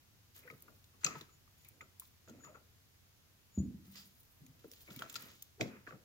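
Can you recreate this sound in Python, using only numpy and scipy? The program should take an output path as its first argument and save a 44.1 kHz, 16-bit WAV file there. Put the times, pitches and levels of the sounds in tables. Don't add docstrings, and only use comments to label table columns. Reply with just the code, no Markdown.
import sys
import numpy as np
from scipy import signal
from scipy.fft import rfft, irfft, next_fast_len
from scipy.io import wavfile
from scipy.ndimage import map_coordinates

SR = 44100
rng = np.random.default_rng(int(sys.argv[2]) if len(sys.argv) > 2 else 0)


def inscribe(sig):
    pcm = np.round(np.clip(np.atleast_2d(sig).T, -1, 1) * 32767)
    wavfile.write(sys.argv[1], SR, pcm.astype(np.int16))


def voltage_ratio(decibels):
    exponent = np.asarray(decibels, float) / 20
    return 10 ** exponent


N = 266364
LEAD_SAMPLES = 8
HALVES = np.array([[.5], [-.5]])


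def unit(x):
    return x / np.sqrt(np.mean(x ** 2) + 1e-20)


def along(points, hz):
    f, v = np.transpose(points)
    return np.interp(np.log(hz + 1), np.log(f + 1), v)


def wobble(knots_hz):
    return map_coordinates(rng.standard_normal(int(N * knots_hz / SR) + 4), [np.arange(N) * knots_hz / SR])


def filtered(x, response):
    m = next_fast_len(N + SR // 2)
    return irfft(rfft(x, m) * response(np.fft.rfftfreq(m, 1 / SR)), m)[..., :N]


def body(x, modes, turns):
    def response(f):
        ring = 0
        for k, (hz, width_hz, db) in enumerate(modes):
            damping = 1j * f * width_hz
            ring = ring + (-1) ** k * voltage_ratio(db) * damping / (hz * hz - f * f + damping)
        ring = ring * np.abs(ring) ** turns
        return ring / np.sqrt(np.mean(np.abs(ring) ** 2))
    return filtered(x, response)


def pair(size, alike):
    common, left, right = rng.standard_normal((3, size + LEAD_SAMPLES))
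    share = np.clip(alike, 0, 1)
    shared = np.array([common[LEAD_SAMPLES:], common[:size]])
    own = np.array([left[:size], right[:size]])
    return np.sqrt(share) * shared + np.sqrt(1 - share) * own


def blows(rows, extra, gain_db, rise, stretch, alike, focus):
    force = np.zeros((2, N + SR))
    for s, db, hz, extra_db, pan_db, length_s in rows:
        t = np.arange(int(SR * min(stretch * length_s, 1 / 3))) / SR
        push = pair(len(t), alike)
        peak = signal.iirpeak(hz, 4, SR)
        spot = signal.lfilter(*peak, signal.lfilter(*peak, push))
        soft_start = (1 - np.exp(-t / (rise * length_s))) ** 2
        shape = soft_start * voltage_ratio(-60 * t / (stretch * length_s))
        push = (push + focus * spot) * shape
        push = push * np.linalg.norm(shape) / np.linalg.norm(push, axis=1, keepdims=True) / shape.max()
        level_db = db + extra * extra_db + gain_db + HALVES * pan_db
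        force[:, round(s * SR):][:, :len(t)] += voltage_ratio(level_db) * push
    return force[:, :N]


def strokes(rows, upper):
    grip_s, ease_db, let_go_t60_s = 0.0051, 2, 0.33
    t = np.arange(0, N / SR, .002)
    gain = np.zeros(len(t))
    for start_s, length_s, db, over_db in rows:
        since = t - start_s
        easing_db = ease_db * np.clip(since / length_s, 0, 1)
        dying_db = 60 * np.maximum(since - length_s, 0) / let_go_t60_s
        swell = np.clip(since / grip_s, 0, 1)
        gain += voltage_ratio(db + upper * over_db - easing_db - dying_db) * swell
    return np.interp(np.arange(N) / SR, t, gain)


def rubbing(rows, upper, gain_db, grit_db, alike):
    grit = unit(voltage_ratio(grit_db * (wobble(300) + wobble(53))))
    return voltage_ratio(gain_db) * strokes(rows, upper) * grit * pair(N, alike)


# f/Hz, density/dB per Hz
AIR = [(15, -45), (25, 0), (53, -11.5), (87, -1), (170, -13.5), (270, -18), (560, -24), (1840, -25),
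       (6600, -26.5), (8600, -34.5), (11000, -30), (14900, -28), (15900, -30), (16300, -66.5)]
# f/Hz, correlation
ALIKE = [(60, 1), (240, 0.27), (950, 0.0073), (3770, -0.2), (15000, 0.34)]


def air():
    def mid_side(hz):
        turn = np.arccos(np.clip(along(ALIKE, hz), -1, 1)) / 2
        return voltage_ratio(along(AIR, hz)) * np.array([np.cos(turn), np.sin(turn)])
    mid, side = filtered(rng.standard_normal((2, N)), mid_side)
    level_db = -67.5 + 0.067 * wobble(0.69)
    return voltage_ratio(level_db) * np.array([mid + side, mid - side]) / np.std(mid)


# f/Hz, width/Hz, level/dB
GEAR = [(3250, 1530, 1), (4391, 560, 4), (4694, 430, 3.5), (5910, 340, -0.5), (6060, 340, -1.5),
        (6670, 850, 1), (7610, 370, -0.5)]
# f/Hz, width/Hz, level/dB
TOOTH = [(11050, 6700, 0.5), (12330, 1650, 7.01), (14870, 2100, 2.7)]


def gear_and_tips(gear_force, tip_force):
    return body(gear_force, GEAR, turns=0.12) + body(tip_force, TOOTH, turns=0.38)


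def strike_teeth(rows):
    gear = blows(rows, False, gain_db=-7, rise=0.013, stretch=0.91, alike=0.358, focus=1.4)
    tips = blows(rows, True, gain_db=0.5, rise=0.052, stretch=0.84, alike=0.065, focus=0)
    return gear_and_tips(gear, tips)


# t/s, length/s, gear level/dB, tips over gear/dB
SLIDES = [(.34, 0.0555, -71, 7), (.45, 0.333, -84.5, 13), (1.005, 0.027, -66, -2), (1.06, 0.062, -63.5, -1),
          (1.15, 0.072, -72.5, 5), (1.57, 0.11, -79.5, 12), (2.0, 0.041, -74, 12), (2.27, .1, -93.5, 4),
          (3.84, 0.2, -77.5, 10), (3.91, 0.11, -75, 10), (4.05, 0.3, -91.5, 22.5),
          (4.37, 0.11, -91.5, 18.5), (4.59, 0.13, -78, 10), (4.71, 0.31, -72.5, 8), (4.9, 0.25, -70.5, 5.5),
          (5.14, 0.11, -63, 6), (5.28, 0.17, -73, 2), (5.6, .08, -70, -2), (5.87, 0.025, -70, -4.5)]


def slides():
    gear = rubbing(SLIDES, False, gain_db=3.0, grit_db=2.0, alike=0.48)
    tips = rubbing(SLIDES, True, gain_db=-2.5, grit_db=3.0, alike=0.31)
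    return gear_and_tips(gear, tips)


# f/Hz, width/Hz, level/dB
CASING = [(126.8, 29, -0.5), (194.3, 28.4, -0.5), (292, 132, -3), (508.9, 104, -4), (640, 118, -7)]
# f/Hz, width/Hz, level/dB
SHAFT = [(900, 130, -2.5), (1320, 340, 1), (1980, 424, 1), (2530, 370, -0.5), (3190, 800, -13)]


def casing_and_shaft(casing_force, shaft_force):
    return body(casing_force, CASING, turns=0.26) + body(shaft_force, SHAFT, turns=0.18)


def strike_shafts(rows):
    casing = blows(rows, True, gain_db=1.0, rise=0.073, stretch=3.04, alike=0.75, focus=0)
    shaft = blows(rows, False, gain_db=-4.0, rise=0.008, stretch=1.0, alike=0.42, focus=4.33)
    return casing_and_shaft(casing, shaft)


# t/s, length/s, casing level/dB, shaft over casing/dB
HANDLING = [(.35, 0.19, -67, -19), (.62, 0.115, -67, -32.5), (1.03, 0.1, -59.5, -9.5),
            (1.15, 0.067, -73, -11.5), (1.7, 0.114, -68, -37.5), (2.27, 0.181, -59, -31.5),
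            (2.44, 0.11, -72, -23), (3.84, 0.114, -79, -14.5), (3.945, 0.051, -69, -15.5),
            (4.37, 0.303, -74.5, -27), (4.75, 0.48, -73.5, -24), (4.87, 0.14, -73, -10),
            (5.0, 0.119, -68, -13), (5.14, 0.16, -61, -17.5), (5.63, 0.14, -66, -12),
            (5.88, 0.025, -61, -20)]


def handling():
    casing = rubbing(HANDLING, False, gain_db=-4.5, grit_db=1.5, alike=0.74)
    shaft = rubbing(HANDLING, True, gain_db=16.5, grit_db=1.0, alike=0.28)
    return casing_and_shaft(casing, shaft)


# t/s, ring level/dB, strongest ring f/Hz, tips over ring/dB
BURRS = [(.354, -62, 6500, 4), (.357, -62, 6800, 4), (.361, -62, 6800, 6), (.3638, -52, 6800, 3),
         (.371, -64, 6800, 8), (.3775, -62, 7000, 8), (.381, -62, 6800, 8), (.3905, -60, 6500, 8),
         (.394, -62, 6500, 8), (.6065, -60, 6500, 4), (.6235, -62, 5000, 12), (1.687, -66, 7000, 14),
         (1.998, -58, 7400, 10), (3.9545, -50, 4900, -6), (3.981, -51, 4900, -4), (4.724, -56, 6500, 0),
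         (4.7272, -58, 6000, 4), (4.778, -60, 6500, 4), (4.9625, -50, 4500, 6), (4.994, -52, 3300, -4),
         (5.09, -58, 6000, 0), (5.143, -48, 6500, 4), (5.2226, -55, 7500, 12), (5.226, -57, 7500, 10),
         (5.284, -58, 7000, 4), (5.4245, -55, 6200, 10)]


def burrs():
    pan_db, push_s = 0, .003
    return strike_teeth([(*row, pan_db, push_s) for row in BURRS])


# t/s, ring level/dB, strongest ring f/Hz, tips over ring/dB
TICKS = [(0.3626, -53.5, 6800, -4), (0.377, -63, 7660, 5), (0.39, -68, 6340, 9.5), (0.511, -55.5, 3970, -9),
         (0.621, -60.5, 4580, 10), (0.841, -55, 3800, -8.5), (1.6466, -57.5, 3550, -2),
         (1.6848, -65.5, 6700, 13.5), (1.9961, -51.5, 7460, 10.5), (4.23, -71.5, 5700, 9),
         (4.4632, -55, 6400, -7.5), (4.9617, -53, 3570, 1), (5.0961, -58, 7400, 6), (5.1243, -58, 7600, 6),
         (5.222, -59, 3960, 4), (5.3123, -70, 6505, 2.5), (5.4223, -46.5, 6210, 2.5)]


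def ticks():
    pan_db, push_s = 1.5, 0.025
    return strike_teeth([(*row, pan_db, push_s) for row in TICKS])


# t/s, level/dB, strongest ring f/Hz, casing over it/dB, length/s
DRAGS = [(0.43, -68, 2300, -9, 0.16), (1.644, -68.5, 2330, -40, 0.23), (1.807, -49, 2190, -27, 0.042),
         (2.434, -64.5, 1660, -15.5, 0.1), (2.469, -59.5, 965, -11.5, .1),
         (2.438, -64.5, 1220, -30.5, 0.36), (2.543, -60, 1330, -13.5, 0.14),
         (5.593, -67, 1290, 25.5, 0.079), (5.618, -53, 2200, 0, 0.12), (1.011, -67, 1350, -28.5, 0.18),
         (1.073, -60, 1240, -31, 0.297), (1.289, -71.5, 1220, -25, 0.11)]


def drags():
    pan_db = 4
    return strike_shafts([(*row, pan_db, length_s) for *row, length_s in DRAGS])


# t/s, level/dB, strongest ring f/Hz, length/s
THUMPS = [(.445, -73.5, 489, 0.073), (.52, -71, 159, 0.0305), (.522, -68, 437, 0.015),
          (1.052, -59.5, 131.8, 0.022), (1.06, -63.5, 780, 0.085), (1.141, -67, 820, .06),
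          (1.155, -68, 153, 0.037), (1.811, -84.5, 503, .05), (2.562, -70, 855, 0.043),
          (2.29, -74, 243, 0.15), (2.476, -73.5, 628, 0.11), (2.545, -76, 457, 0.0374),
          (3.576, -71.5, 660, 0.021), (4.404, -68, 153, 0.031), (4.465, -78.5, 139, 0.09),
          (4.642, -66, 420, 0.0195), (4.663, -78, 272, 0.04), (4.422, -80, 243.4, 0.12),
          (5.014, -61.5, 737, 0.0506), (4.715, -82.5, 509, 0.047), (4.9, -65, 144, 0.022),
          (4.955, -69, 126.5, 0.0368), (4.96, -70.5, 259, 0.041), (5.223, -74, 211.6, 0.0384),
          (5.575, -79, 400, .04), (5.595, -62.5, 525, .015), (5.607, -53, 640, 0.019),
          (5.64, -70, 530, 0.066), (5.921, -68, 500, 0.011), (5.606, -65, 287, 0.02),
          (5.625, -66, 209.8, 0.12), (5.681, -80, 323, 0.108), (5.735, -77, 400, 0.06),
          (5.931, -71.5, 140, 0.027)]


def thumps():
    rows = [(s, db, hz, 0, 0, length_s) for s, db, hz, length_s in THUMPS]
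    force = blows(rows, False, gain_db=0.5, rise=0.069, stretch=2.2, alike=0.95, focus=100)
    return body(force, CASING, turns=0.26)


# t/s, clack level/dB, strongest ring f/Hz, casing over clack/dB
SHOVES = [(0.475, -53, 1840, -23), (0.6783, -59.5, 1140, -5), (0.9368, -68, 1170, -5.5),
          (1.063, -40, 1232, -11.5), (1.1043, -55.5, 1144, -3), (1.8102, -52.5, 1314, -15),
          (2.0178, -60, 1081, -25.5), (2.4025, -69, 1320, -10.5), (2.4425, -61, 1237, -9),
          (2.4811, -61.5, 1250, -5), (2.5527, -58.5, 1110, -13), (4.8743, -61.5, 2340, 1.5),
          (4.904, -61.5, 1400, 0.5), (4.9913, -55.5, 1360, -1), (5.035, -57, 1220, -7.5),
          (5.9215, -53, 1270, -4)]


def shoves():
    pan_db, push_s = 2.5, 0.068
    return strike_shafts([(*row, pan_db, push_s) for row in SHOVES])


# t/s, level/dB, f/Hz, t60/s
RINGS = [(0.5005, -55.5, 1250, 0.122), (0.5, -46, 2000, .04), (0.68, -58.5, 1400, 0.074),
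         (1.048, -43.5, 1360, 0.057), (1.046, -34.5, 2527, .035), (1.0635, -32.5, 2552, 0.0595),
         (1.085, -57.5, 2490, .2), (1.105, -48.5, 1227, 0.105), (1.125, -55, 2350, .04),
         (1.149, -48, 1287, 0.091), (1.156, -52, 888, 0.078), (1.211, -55.5, 3716, 0.035),
         (4.877, -58, 2242, 0.275), (4.9047, -57, 3000, 0.037), (4.989, -54, 3230, .05),
         (5.021, -33, 1331, 0.027), (5.157, -45, 1370, 0.046), (5.6085, -35.5, 2360, 0.041),
         (5.608, -42.5, 2100, 0.05), (5.608, -38, 4532, 0.028), (5.613, -44, 3900, 0.07),
         (5.874, -53, 1478, 0.07), (0.475, -53, 1500, .05), (0.475, -54, 2290, 0.041),
         (1.81, -56, 1333, 0.113), (2.447, -53, 1293, .05), (4.96, -54, 2260, 0.1),
         (5.873, -51, 2300, 0.038), (5.885, -51.5, 1141, 0.074), (2.287, -59, 1387, 0.087),
         (2.482, -63, 1260, .1), (2.555, -57, 1400, 0.077), (1.148, -53.5, 451.3, 0.089),
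         (1.064, -43.5, 1243, 0.108), (5.924, -53, 1250, 0.069), (1.0436, -20, 7550, .014),
         (1.0458, -42, 14700, .035), (1.0505, -25.5, 7000, .015), (1.059, -32.5, 7000, .015),
         (1.8105, -58, 6880, 0.088), (5.0235, -34, 1340, .018), (5.032, -45, 1340, 0.033),
         (4.6445, -43.5, 440, .04), (4.653, -52, 390, .04), (5.609, -33, 287, 0.047),
         (5.615, -34, 168, 0.084), (5.65, -45, 210, .14), (5.735, -52.5, 230, .1), (3.97, -62, 4400, .15)]
# f/Hz, left-right/dB
RING_PAN = [(300, 1), (600, 1), (1300, 11), (2300, 1.5), (4000, 4), (7000, 5), (15000, 4)]


def rings():
    rise_s, split = .0015, .025
    out, t = np.zeros((2, N + SR)), np.arange(SR // 4) / SR
    for s, db, hz, t60_s in RINGS:
        start, skew, twin_start = rng.random(3)
        port_phase = HALVES * (2 * np.pi * hz * LEAD_SAMPLES / SR + skew - .5)
        phase = 2 * np.pi * start + port_phase
        mode = np.sin(2 * np.pi * hz * t + phase)
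        twin = .5 * np.sin(2 * np.pi * (hz * (1 + split) * t + twin_start) + phase)
        level_db = db - 60 * t / t60_s + HALVES * along(RING_PAN, hz)
        shape = voltage_ratio(level_db) * (1 - np.exp(-t / rise_s))
        out[:, round(s * SR):][:, :len(t)] += shape * (mode + twin)
    return out[:, :N]


# t/s, ring level/dB, strongest ring f/Hz, left-right/dB
MESHES = [(1.0626, -28, 5060, 0), (1.8102, -56.5, 3500, 0), (0.499, -59, 5000, 0), (1.2093, -45, 3680, 6),
          (2.051, -58.5, 3540, 3), (2.282, -56, 6750, 0.5), (2.2945, -52.5, 6750, 1),
          (2.446, -53.5, 6872, -4.5), (3.955, -46.5, 4960, -5), (4.9033, -51.5, 3500, 2.5),
          (4.9902, -43, 3210, 2), (5.02, -41.5, 3170, -1.5), (5.0961, -42, 7400, -5),
          (5.1549, -32, 4540, 6), (5.161, -35, 4960, 1), (5.6093, -32, 3250, -1.5), (5.625, -47, 5500, -2)]


def meshes():
    tip_db, tip_lag, firm_db, push_s = -15, 0.987, -39, 0.041
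    rows = []
    for s, db, hz, pan_db in MESHES:
        lag_db = tip_lag * max(db - firm_db, 0)
        rows.append((s, db, hz, tip_db - lag_db, pan_db, push_s))
    return strike_teeth(rows)


# t/s, clack level/dB, strongest ring f/Hz, casing over clack/dB
TAPS = [(0.4996, -44, 2232, -14), (0.536, -62.5, 1210, 2.5), (1.0348, -48, 1410, -9),
        (1.1535, -43, 950, -13.5), (1.2085, -53, 1230, -4), (1.476, -64, 1215, -20),
        (1.649, -68.5, 2200, -10), (2.276, -57.5, 1393, -8), (2.288, -54.5, 1370, -2),
        (1.0456, -34.5, 2430, -13.5), (5.02, -38, 1390, -24), (4.4638, -67, 2260, -6),
        (4.6405, -63.5, 1460, 11.5), (5.1565, -44, 1320, -27), (5.6088, -31, 2333, -5),
        (5.866, -52, 1495, -14), (5.8725, -41, 1520, -14), (5.9068, -48, 1400, -10)]


def taps():
    pan_db, push_s = -0.5, 0.023
    return strike_shafts([(*row, pan_db, push_s) for row in TAPS])


CLINK_DB = -30.5
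# t/s, level/dB, f/Hz, tips over ring/dB, left-right/dB, push/s
CLINK = [
    (1.034, CLINK_DB - 18, 6800, -30, 6, .02),
    (1.0452, CLINK_DB, 4300, -26, 0, .022),
    (1.0505, CLINK_DB + 1, 7000, -30, 6, .015),
]


def clink():
    return strike_teeth(CLINK)


# f/Hz, level/dB
RIM = [(2700, -29), (4400, -31), (6200, -20), (6650, -26.5), (7100, -18), (7600, -26), (14900, -40)]


def rim():
    peak_s, rise_s, fall_s = 1.0473, .0013, .0011
    t = np.arange(N) / SR - peak_s
    swell = np.exp(-.5 * (t / np.where(t < 0, rise_s, fall_s)) ** 2)
    ring = sum(voltage_ratio(db) * np.cos(2 * np.pi * hz * t) for hz, db in RIM) * swell
    return np.array([ring, voltage_ratio(-9) * np.roll(ring, LEAD_SAMPLES)])


# t/s, level/dB, t60/s
WASHER = [(1.05, -69, 0.116), (1.075, -83, .6), (1.33, -68, 0.11), (1.62, -77, .2), (1.75, -81, .12),
          (2.015, -76, .08), (2.286, -78.5, 0.18), (2.447, -55, 0.148), (2.556, -63.5, 0.073),
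          (3.559, -63.5, 0.054), (3.593, -56, 0.15)]


def washer():
    hz, width_hz, wind_up = 6866, 57, 0.85
    shiver = unit(body(rng.standard_normal(N), [(hz, width_hz, 0)], turns=0.75))
    t = np.arange(N) / SR
    shaken = np.zeros(N)
    for s, db, t60_s in WASHER:
        away_s = np.maximum(t - s, (s - t) / wind_up)
        shaken += voltage_ratio(db - 60 * away_s / t60_s)
    return shaken * shiver * voltage_ratio([[4], [-5]])


# t/s, ring level/dB, strongest ring f/Hz, length/s
SCUFFS = [
    (1.634, -71.5, 3500, 0.17),
    (3.96, -48.5, 4963, 0.312),
    (5.15, -60, 4800, 0.4),
    (5.6, -49, 5540, 0.21),
]


def scuffs():
    tip_db, pan_db = -17, 0
    return strike_teeth([(*row, tip_db, pan_db, length_s) for *row, length_s in SCUFFS])


# t/s, level/dB of each PANEL mode
SET_DOWN = [
    (3.5761, -22.5, -38, -22.5, -40),
    (3.6013, -34.5, -37.5, -26, -43),
    (3.637, -55, -50, -43, -37),
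    (3.655, -53, -50, -49.5, -34.5),
    (3.761, -62.5, -60, -70, -60.5),
    (3.88, -66, -65, -52, -65),
]
# f/Hz, t60/s
PANEL = [(83, 0.074), (128, .08), (200, 0.084), (240, 0.17)]
# f/Hz, width/Hz, level/dB
BENCH = [(124.4, 18.6, -5.5), (193.3, 11, 4), (237, 17.5, -6), (299.3, 44.7, -11), (488, 180, -25.5),
         (690, 100, -33.5)]


def bench():
    thud, rumble = np.zeros(N + SR), np.zeros(N + SR)
    t = np.arange(SR * 3 // 4) / SR
    for s, *levels_db in SET_DOWN:
        ring = np.zeros(len(t))
        for db, (hz, t60_s) in zip(levels_db, PANEL):
            ring += voltage_ratio(db - 60 * t / t60_s) * np.sin(2 * np.pi * hz * t)
        thud[round(s * SR):][:len(t)] += ring * (1 - np.exp(-t / 0.0024))
    landing = round(SET_DOWN[0][0] * SR)
    rumble[landing:][:len(t)] = voltage_ratio(-38 - 60 * t / 0.74) * rng.standard_normal(len(t))

    def deep_cut(hz):
        ratio = hz / 62
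        return ((1j * ratio) ** 2 / (1 + 1.1j * ratio - ratio ** 2)) ** 2
    return filtered(thud[:N] + body(rumble[:N], BENCH, turns=0.3), deep_cut)


# t/s, ring level/dB, strongest ring f/Hz, left-right/dB
SNAPS = [
    (3.5815, -56.5, 3500, -3),
    (4.715, -42.5, 5500, -0.5),
    (4.7354, -43.5, 4520, -1.5),
    (4.9621, -45, 3650, 1),
    (5.128, -50, 8100, -2),
    (5.142, -37, 6470, 1.5),
    (5.2213, -51, 7800, 2),
]


def snaps():
    tip_db, push_s = -8, 0.009
    return strike_teeth([(s, db, hz, tip_db, pan_db, push_s) for s, db, hz, pan_db in SNAPS])


# f/Hz, t60/s
WALLS = [(100, .6), (500, .45), (2000, .35), (7000, .3), (14000, .2)]


def walls(x):
    seed = rng.standard_normal((2, SR * 3 // 4))
    hz, t, z = signal.stft(seed, SR, nperseg=256)
    near = np.clip(1 - hz / 900, 0, 1)[:, None]
    z[1] = near * z[0] + np.sqrt(1 - near ** 2) * z[1]
    decay = voltage_ratio(-60 * t / along(WALLS, hz)[:, None])
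    tail = signal.istft(z * decay, SR, nperseg=256)[1]
    late = np.pad(x, (300, 0))[None]
    return signal.fftconvolve(late, tail / np.linalg.norm(tail[0]), axes=1)[:, :N]


def scene():
    room = air()
    gears = slides() + burrs() + ticks() + meshes() + clink() + rim() + scuffs() + snaps()
    shafts = handling() + drags() + thumps() + shoves() + taps()
    metal = gears + shafts + rings() + washer()
    thud = bench()
    echo = walls(voltage_ratio(-13) * metal.mean(0) + voltage_ratio(-12) * thud)
    return metal + thud + echo + room


def top_cut(x):
    return signal.sosfilt(signal.butter(12, 16820, fs=SR, output="sos"), x)


def record(dry):
    def band(hz):
        ratio = hz / 55
        bass_cut = (1j * ratio) ** 2 / (1 + 1.4j * ratio - ratio ** 2)
        return bass_cut / (1 + (hz / 15900) ** 120)
    return top_cut(filtered(dry, band))


dry = scene()
out = record(dry)
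inscribe(out)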